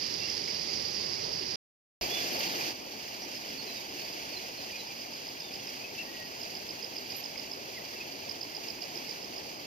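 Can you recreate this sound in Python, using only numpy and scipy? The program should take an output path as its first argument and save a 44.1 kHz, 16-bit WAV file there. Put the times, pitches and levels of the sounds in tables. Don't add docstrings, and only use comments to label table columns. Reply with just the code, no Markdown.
import sys
import numpy as np
from scipy import signal
from scipy.fft import rfft, irfft, next_fast_len
from scipy.io import wavfile
from scipy.ndimage import uniform_filter1d, map_coordinates

SR = 44100
rng = np.random.default_rng(int(sys.argv[2]) if len(sys.argv) > 2 else 0)


def put_to_file(sound):
    columns = np.atleast_2d(sound).T
    safe = np.clip(columns, -1, 1)
    whole_steps = np.round(safe * 32767)
    wavfile.write(sys.argv[1], SR, whole_steps.astype(np.int16))


N = 426006
AT_EDGE, ON_ROAD = (-1, 1.558), (2.012, 11)


def amp(db):
    return 10 ** (np.asarray(db) / 20)

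def unit(x):
    return x / np.sqrt(np.mean(x ** 2) + 1e-20)

def at_pitch(rows, hz):
    pitches, *columns = np.transpose(rows)
    return [np.interp(np.log(hz + 1), np.log(pitches + 1), c) for c in columns]

def over_time(rows):
    times, *columns = np.transpose(rows)
    return [np.interp(np.arange(N) / SR, times, c) for c in columns]

def wobble(per_s, size=N):
    points = rng.standard_normal(int(size * per_s / SR) + 4)
    return map_coordinates(points, [np.arange(size) * per_s / SR])

def filtered(x, response):
    size = next_fast_len(N + SR // 4)
    return irfft(rfft(x, size) * response(np.fft.rfftfreq(size, 1 / SR)), size)[..., :N]

def sides(left_db):
    gains = amp([np.atleast_1d(left_db) / 2, -np.atleast_1d(left_db) / 2])
    return gains / np.sqrt(np.mean(gains ** 2, axis=0))

def add(track, start_s, sound):
    part = track[..., max(0, round(start_s * SR)):][..., :sound.shape[-1]]
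    part += sound[..., :part.shape[-1]]

def tone(hz):
    return np.sin(2 * np.pi * np.cumsum(hz) / SR)

def during(span):
    t = np.arange(N) / SR
    return (t > span[0]) & (t < span[1])

def bubbles(per_s, low_hz, high_hz, cycles, spread_db, size):
    when, pitch, length, loudness = rng.random((4, int(per_s * N / SR), 1))
    hz = low_hz * (high_hz / low_hz) ** pitch
    life_s = cycles * (.5 + length) / hz
    strength = amp(spread_db * np.minimum(-np.log(1 - loudness), 3)) * hz
    t = np.arange(size) / SR
    age = t / life_s
    fade = np.exp(-age) * (1 - np.exp(-8 * age))
    rise = 1 + .03 * np.minimum(age, 4)
    rings = strength * fade * np.sin(2 * np.pi * hz * t * rise)
    samples = (when * N).astype(int) + np.arange(size)
    return unit(np.bincount(samples.ravel(), rings.ravel(), N)[:N])

def bubbly_rush(make_bubbles, bubble_db, colour, stereo):
    rush = rng.standard_normal((3, N)) + amp(bubble_db) * np.array([make_bubbles() for _ in range(3)])
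    def paths(hz):
        likeness, left_db, lead = at_pitch(stereo, hz)
        gain = amp(at_pitch(colour, hz)[0]) * sides(left_db)
        shared = gain * np.sqrt(likeness) * np.exp(.5j * np.array([-lead, lead]))
        separate = gain * np.sqrt(1 - likeness)
        return shared, separate
    return filtered(rush[0], lambda hz: paths(hz)[0]) + filtered(rush[1:], lambda hz: paths(hz)[1])

def water(flow, gurgle, splash, surge_db, flutter_db):
    lows = lambda hz: 1 / np.sqrt(1 + (hz / 1300) ** 8)
    highs = lambda hz: np.sqrt(1 - lows(hz) ** 2)
    gurgle_db, splash_db = over_time(flow)
    gurgle_gain = amp(gurgle_db + .4 * wobble(9.8))
    splash_gain = amp(splash_db + surge_db * wobble(12) + flutter_db * wobble(90))
    return unit(filtered(gurgle, lows)) * gurgle_gain + unit(filtered(splash, highs)) * splash_gain

# pitch_hz, relative_db
EDGE_GURGLE = [(25, -19), (60, -12.5), (110, -4.5), (180, -4.5), (260, -5), (380, -1), (480, -3.5),
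               (620, -4), (820, -4), (1050, -10), (1350, -9), (2000, -8)]
EDGE_SPLASH = [(1000, -8), (1450, -22), (2000, -14.5), (2700, -13.5), (3200, -16), (3750, -17),
               (4300, -11.5), (4800, -1), (5500, -8), (6500, -19.5), (7900, -36.5), (10800, -33.5),
               (11900, -30.5), (15400, -39.5)]
# pitch_hz, likeness (0-1), left_db, right_lead_radians
EDGE_STEREO = [(130, .96, 0, .3), (300, .8, -.6, .8), (430, .56, 0, 1.4), (680, .85, 0, 2.9),
               (870, .72, -2, 3.15), (1350, .88, -1, 3.4), (1700, .58, 2.5, 4.3), (2050, .52, -3, 5.7),
               (3500, .5, -9.5, 6.1), (4900, .9, -14, 6.8), (6000, .75, -12.5, 7.7), (7500, .2, -3, 9.3),
               (15000, .05, -2, 9.4)]
# time_s, gurgle_db, splash_db
EDGE_FLOW = [(0, -43.5, -34.5), (.95, -43.5, -35), (1.3, -42.5, -36)]
def channel_edge():
    big = lambda: bubbles(150, 180.3, 1395, cycles=5.9, spread_db=2, size=2400)
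    small = lambda: unit(bubbles(1400, 2530, 7500, cycles=4.3, spread_db=3, size=200)
                         + .37 * bubbles(130, 1400, 4200, cycles=11, spread_db=8, size=1200))
    gurgle = bubbly_rush(big, -16, EDGE_GURGLE, EDGE_STEREO)
    splash = bubbly_rush(small, -8.5, EDGE_SPLASH, EDGE_STEREO)
    return water(EDGE_FLOW, gurgle, splash, surge_db=.4, flutter_db=.44) * during(AT_EDGE)

def wing_hiss(pitch_hz, width_hz):
    noise = rng.standard_normal((2, N))
    return unit(filtered(noise, lambda hz: 1 / (1 + (2 * (hz - pitch_hz) / width_hz) ** 2)))

def insect_chorus():
    low = wing_hiss(4750, 350) * amp(3.5 * wobble(60)) * sides(-9.5)
    high = wing_hiss(11900, 300) * amp(2 * wobble(7)) * sides(-10)
    return low * (amp(-46) * during(AT_EDGE) + amp(-55.5) * during(ON_ROAD)) + amp(-65) * high

# start_s, pitch_hz, level_db, left_db
DROPS = [(.077, 4800, -26, -12), (.141, 5020, -18.5, -14), (.369, 5000, -21, -13), (.379, 4680, -18, -11),
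         (.478, 2220, -34.5, -5.5), (.546, 4920, -19, -15), (2.611, 2450, -34.5, -2), (7.358, 2230, -35, 0),
         (9.127, 4930, -31, -5)]
def drops(ring_cycles=65, splat_s=.013):
    out, t = np.zeros((2, N)), np.arange(SR // 10) / SR
    for start_s, hz, db, left_db in DROPS:
        fade = amp(-60 * t * hz / ring_cycles) * (1 - np.exp(-t / .0002))
        ping = fade * np.sin(2 * np.pi * hz * t)
        soft_noise = unit(uniform_filter1d(rng.standard_normal(len(t)), size=5))
        splat = amp(-22.5 - 60 * t / splat_s) * soft_noise
        add(out, start_s, amp(db) * (ping + splat) * sides(left_db))
    return out

def bird_note(hz, db, left_db, roughness=0):
    quaver = np.interp(roughness, [0, 1], [.006, .05]) * wobble(200, len(hz))
    shimmer_db = np.interp(roughness, [0, 1], [1.8, 4]) * wobble(55, len(hz))
    swell = np.sin(np.linspace(0, np.pi, len(hz))) ** .7
    return amp(db + shimmer_db) * np.sqrt(2) * swell * tone(hz * (1 + quaver)) * sides(left_db)

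# start_s, length_s, start_hz, turn_hz, end_hz, turn_place (0-1),
# relative_db, growth_db, left_db, roughness (0-1), flutter_db
WHISTLES = [(0.181, 0.11, 2880, 2700, 3020, .37, -39, 6, -11, 0, -3),
            (0.699, .095, 6300, 6600, 4020, 0.13, -39.5, 16, -15, 0.46, -4),
            (0.905, .092, 6120, 6100, 3920, 0, -38.5, 10, -8, 0.6, -2),
            (2.084, 0.13, 3230, 3475, 3330, 0.64, -42, 6, -9.5, 0, 1),
            (2.312, 0.29, 4330, 4690, 2300, .34, -51, -13, -5, .05, 5),
            (5.402, 0.11, 3420, 3620, 3320, 0.46, -47, 0, 4, 0, 0),
            (5.974, 0.054, 2560, 2750, 2500, 0.56, -31.5, -1, 5, 0.16, 1.5),
            (6, 0.29, 1830, 1923, 1864, 0.52, -50.5, 6, 7, 0.11, 2.5)]
def bird_whistles(flutter_hz=16):
    out = np.zeros((2, N))
    for start_s, length_s, start_hz, turn_hz, end_hz, turn_place, *voice in WHISTLES:
        db, growth_db, left_db, roughness, flutter_db = voice
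        t = np.arange(int(length_s * SR)) / SR
        from_turn = np.interp(t / length_s, [0, np.clip(turn_place, .05, .95), 1], [-1, 0, 1])
        outer_hz = np.where(from_turn < 0, start_hz, end_hz)
        hz = turn_hz + (outer_hz - turn_hz) * np.abs(from_turn) ** 1.8
        note_db = db + growth_db * (t / length_s - .5) - flutter_db * np.cos(2 * np.pi * flutter_hz * t)
        add(out, start_s, bird_note(hz, note_db, left_db, roughness))
    return out

# pitch_hz, fade_s
ECHO_FADES = [(500, .3), (3000, .3), (12000, .12)]
def hillside_echo(sound, rise_s=.015):
    hz, t, noise = signal.stft(rng.standard_normal((2, SR // 2)), SR, nperseg=256)
    fade_s = at_pitch(ECHO_FADES, hz)[0][:, None]
    shape = (1 - np.exp(-t / rise_s)) * amp(-60 * t / fade_s)
    tail = signal.istft(noise * shape, SR, nperseg=256)[1]
    return signal.fftconvolve(sound, tail / np.linalg.norm(tail[0]), axes=1)[:, :N]

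# pitch_hz, relative_db
ROAD_GURGLE = [(25, -19), (60, -13.5), (110, -5.5), (180, -4), (260, -1), (380, -0.5), (480, -2.5),
               (620, -1.5), (820, -3.0), (1050, -10), (1350, -9.5), (2000, -6)]
ROAD_SPLASH = [(1000, -29), (1450, -12), (2000, -7.5), (2700, -4), (3200, -8), (3750, -12.5), (4300, -7.5),
               (4800, 0.5), (5500, -6.5), (6500, -10), (7900, -26), (10800, -25), (11900, -19),
               (15400, -18.5)]
# pitch_hz, likeness (0-1), left_db, right_lead_radians
ROAD_STEREO = [(30, .85, -1, 0), (150, .97, .7, -.1), (350, .84, 2, -.8), (550, .84, 3.6, -1.5),
               (900, .42, 2.7, -1.7), (1350, .82, 1.2, -3.1), (1850, .5, -1.5, -3.5), (2100, .25, -4, -5),
               (2350, .7, -2.5, -6.2), (3000, .68, -3.2, -6.8), (3650, .15, -3.5, -6.8),
               (4700, .58, -3.5, -6), (5500, .35, -8, -4.6), (7500, .4, -.5, -3.1), (12000, .1, -3, 0)]
# time_s, gurgle_db, splash_db
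ROAD_FLOW = [(2.75, -47, -42), (4.2, -46.5, -41), (5.2, -47.5, -43), (6.5, -47, -43), (9.66, -46.5, -43)]
def culvert():
    big = lambda: bubbles(180, 201.8, 1400, cycles=6.2, spread_db=2.5, size=2400)
    small = lambda: unit(bubbles(700, 2000, 14200, cycles=2.4, spread_db=2.5, size=200)
                         + .49 * bubbles(220, 1404, 4025, cycles=9.1, spread_db=3, size=1200))
    gurgle = bubbly_rush(big, -15, ROAD_GURGLE, ROAD_STEREO)
    splash = bubbly_rush(small, -9, ROAD_SPLASH, ROAD_STEREO)
    return water(ROAD_FLOW, gurgle, splash, surge_db=.7, flutter_db=.86) * during(ON_ROAD)

def thump(pitch_hz=55.5, fade_s=.17):
    out, t = np.zeros(N), np.arange(SR // 4) / SR
    add(out, ON_ROAD[0], amp(-42 - 60 * t / fade_s) * np.sin(2 * np.pi * pitch_hz * t))
    return out

# start_s, length_s, level_db
RASPS = [(2.326, 0.044, -56), (2.389, 0.013, -52), (7.157, .06, -44.5)]
def bush_cricket(fade_db=12):
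    swell = np.zeros(N)
    for start_s, length_s, db in RASPS:
        from_middle = np.linspace(-.5, .5, int(length_s * SR))
        add(swell, start_s, amp(db - fade_db * from_middle) * signal.windows.tukey(len(from_middle), .3))
    return swell * (wing_hiss(12000, 230) + .35 * wing_hiss(11400, 200)) * sides(-15)

# start_s, chirp_count, spacing_s, first_gap_shorter_s, first_db, last_db, left_db
CHIRP_RUNS = [(3.081, 8, .1350, 0, -41, -40.5, -5), (4.869, 7, .1344, .006, -39, -35, -4),
              (6.412, 9, .1376, 0, -34, -33, -11), (8.2915, 9, .1358, .017, -31, -36.5, -14)]
def cricket(stroke_s=.009, reopen_s=.0177, boost_db=1, swell_db=1.2):
    out, size = np.zeros((2, N)), int(stroke_s * SR)
    falling_hz = np.linspace(5400, 4620, size)
    shape = np.sin(np.linspace(0, np.pi, size))
    stroke = lambda db: amp(db + rng.normal(0, .69)) * shape * tone(falling_hz * rng.normal(1, .005))
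    for start_s, count, spacing_s, early_s, first_db, last_db, left_db in CHIRP_RUNS:
        for k, progress in enumerate(np.linspace(0, 1, round(count))):
            chirp_s = start_s + k * spacing_s - early_s * (k > 0)
            db = boost_db + first_db + (last_db - first_db) * progress + swell_db * np.sin(np.pi * progress)
            add(out, chirp_s, stroke(db) * sides(left_db))
            add(out, chirp_s + reopen_s, stroke(db + .4) * sides(left_db))
    return out

# start_s, pitch_hz, relative_db
SONG_NOTES = [(3.212, 5700, -41), (3.322, 5220, -43), (3.495, 4760, -44.5), (3.568, 4450, -38),
              (3.66, 4070, -43), (3.745, 3790, -51)]
def falling_song():
    out = np.zeros((2, N))
    for k, (start_s, hz, db) in enumerate(SONG_NOTES):
        length_s = .052 + k * .005
        slide_hz = np.geomspace(hz * 1.03, hz * .97, int(length_s * SR))
        add(out, start_s, bird_note(slide_hz, db, left_db=-12))
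    return out

# start_s, pitch_hz, level_db
GLUGS = [(3.933, 278, -34), (8.96, 343, -33.5)]
def glugs(attack_s=.0044, fade_s=.077, rise_per_s=1.9):
    out, t = np.zeros(N), np.arange(SR // 8) / SR
    for start_s, hz, db in GLUGS:
        shape = amp(db - 60 * t / fade_s) * (1 - np.exp(-t / attack_s))
        add(out, start_s, shape * tone(hz * (1 + rise_per_s * t)))
    return out

# start_s, length_s, start_hz, end_hz, relative_db, left_db
SLIDES = [(3.992, 0.12, 4280, 5030, -43, -7), (4.326, .03, 4580, 4300, -41, -7),
          (4.359, 0.025, 4230, 4080, -38, -13), (4.562, 0.065, 4400, 3980, -44, -5),
          (4.775, 0.06, 4100, 3900, -44, -2), (5.803, 0.031, 2460, 2500, -40.5, 7),
          (5.84, 0.019, 2560, 2610, -36.5, 7), (7.766, 0.026, 2200, 1880, -41.5, 4)]
def bird_slides():
    out = np.zeros((2, N))
    for start_s, length_s, start_hz, end_hz, db, left_db in SLIDES:
        add(out, start_s, bird_note(np.geomspace(start_hz, end_hz, int(length_s * SR)), db, left_db))
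    return out

# start_s, length_s, pitch_hz, relative_db
CHATTER = [(4.717, 0.07, 2450, -43), (4.734, 0.03, 2710, -45), (4.865, 0.065, 2380, -47),
           (7.958, 0.028, 2630, -46), (7.994, 0.044, 2540, -41), (8.046, .022, 2510, -47),
           (8.128, 0.027, 2700, -45), (8.215, 0.034, 2450, -47)]
def bird_chatter():
    out = np.zeros((2, N))
    for start_s, length_s, hz, db in CHATTER:
        add(out, start_s, bird_note(np.full(int(length_s * SR), hz), db, left_db=0, roughness=.91))
    return out

def scene():
    stream = channel_edge() + drops() + culvert() + thump() + glugs()
    birds = bird_whistles() + falling_song() + bird_slides() + bird_chatter()
    crickets = bush_cricket() + cricket()
    echo = hillside_echo(amp(-16.5) * birds + amp(-16) * crickets)
    return stream + insect_chorus() + amp(-4) * birds + crickets + echo

def record(dry):
    bass_hz, top_hz = 115, 15550
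    boost_db, = over_time([(2.69, 8), (2.74, 0)])
    above_bass = filtered(dry, lambda hz: hz ** 2 / (hz ** 2 + bass_hz ** 2))
    road = dry + (amp(boost_db) - 1) * above_bass
    sound = dry * during(AT_EDGE) + road * during(ON_ROAD)
    return filtered(sound, lambda hz: np.clip((top_hz - hz) / 200 + .5, 0, 1))


dry = scene()
out = record(dry)
put_to_file(out)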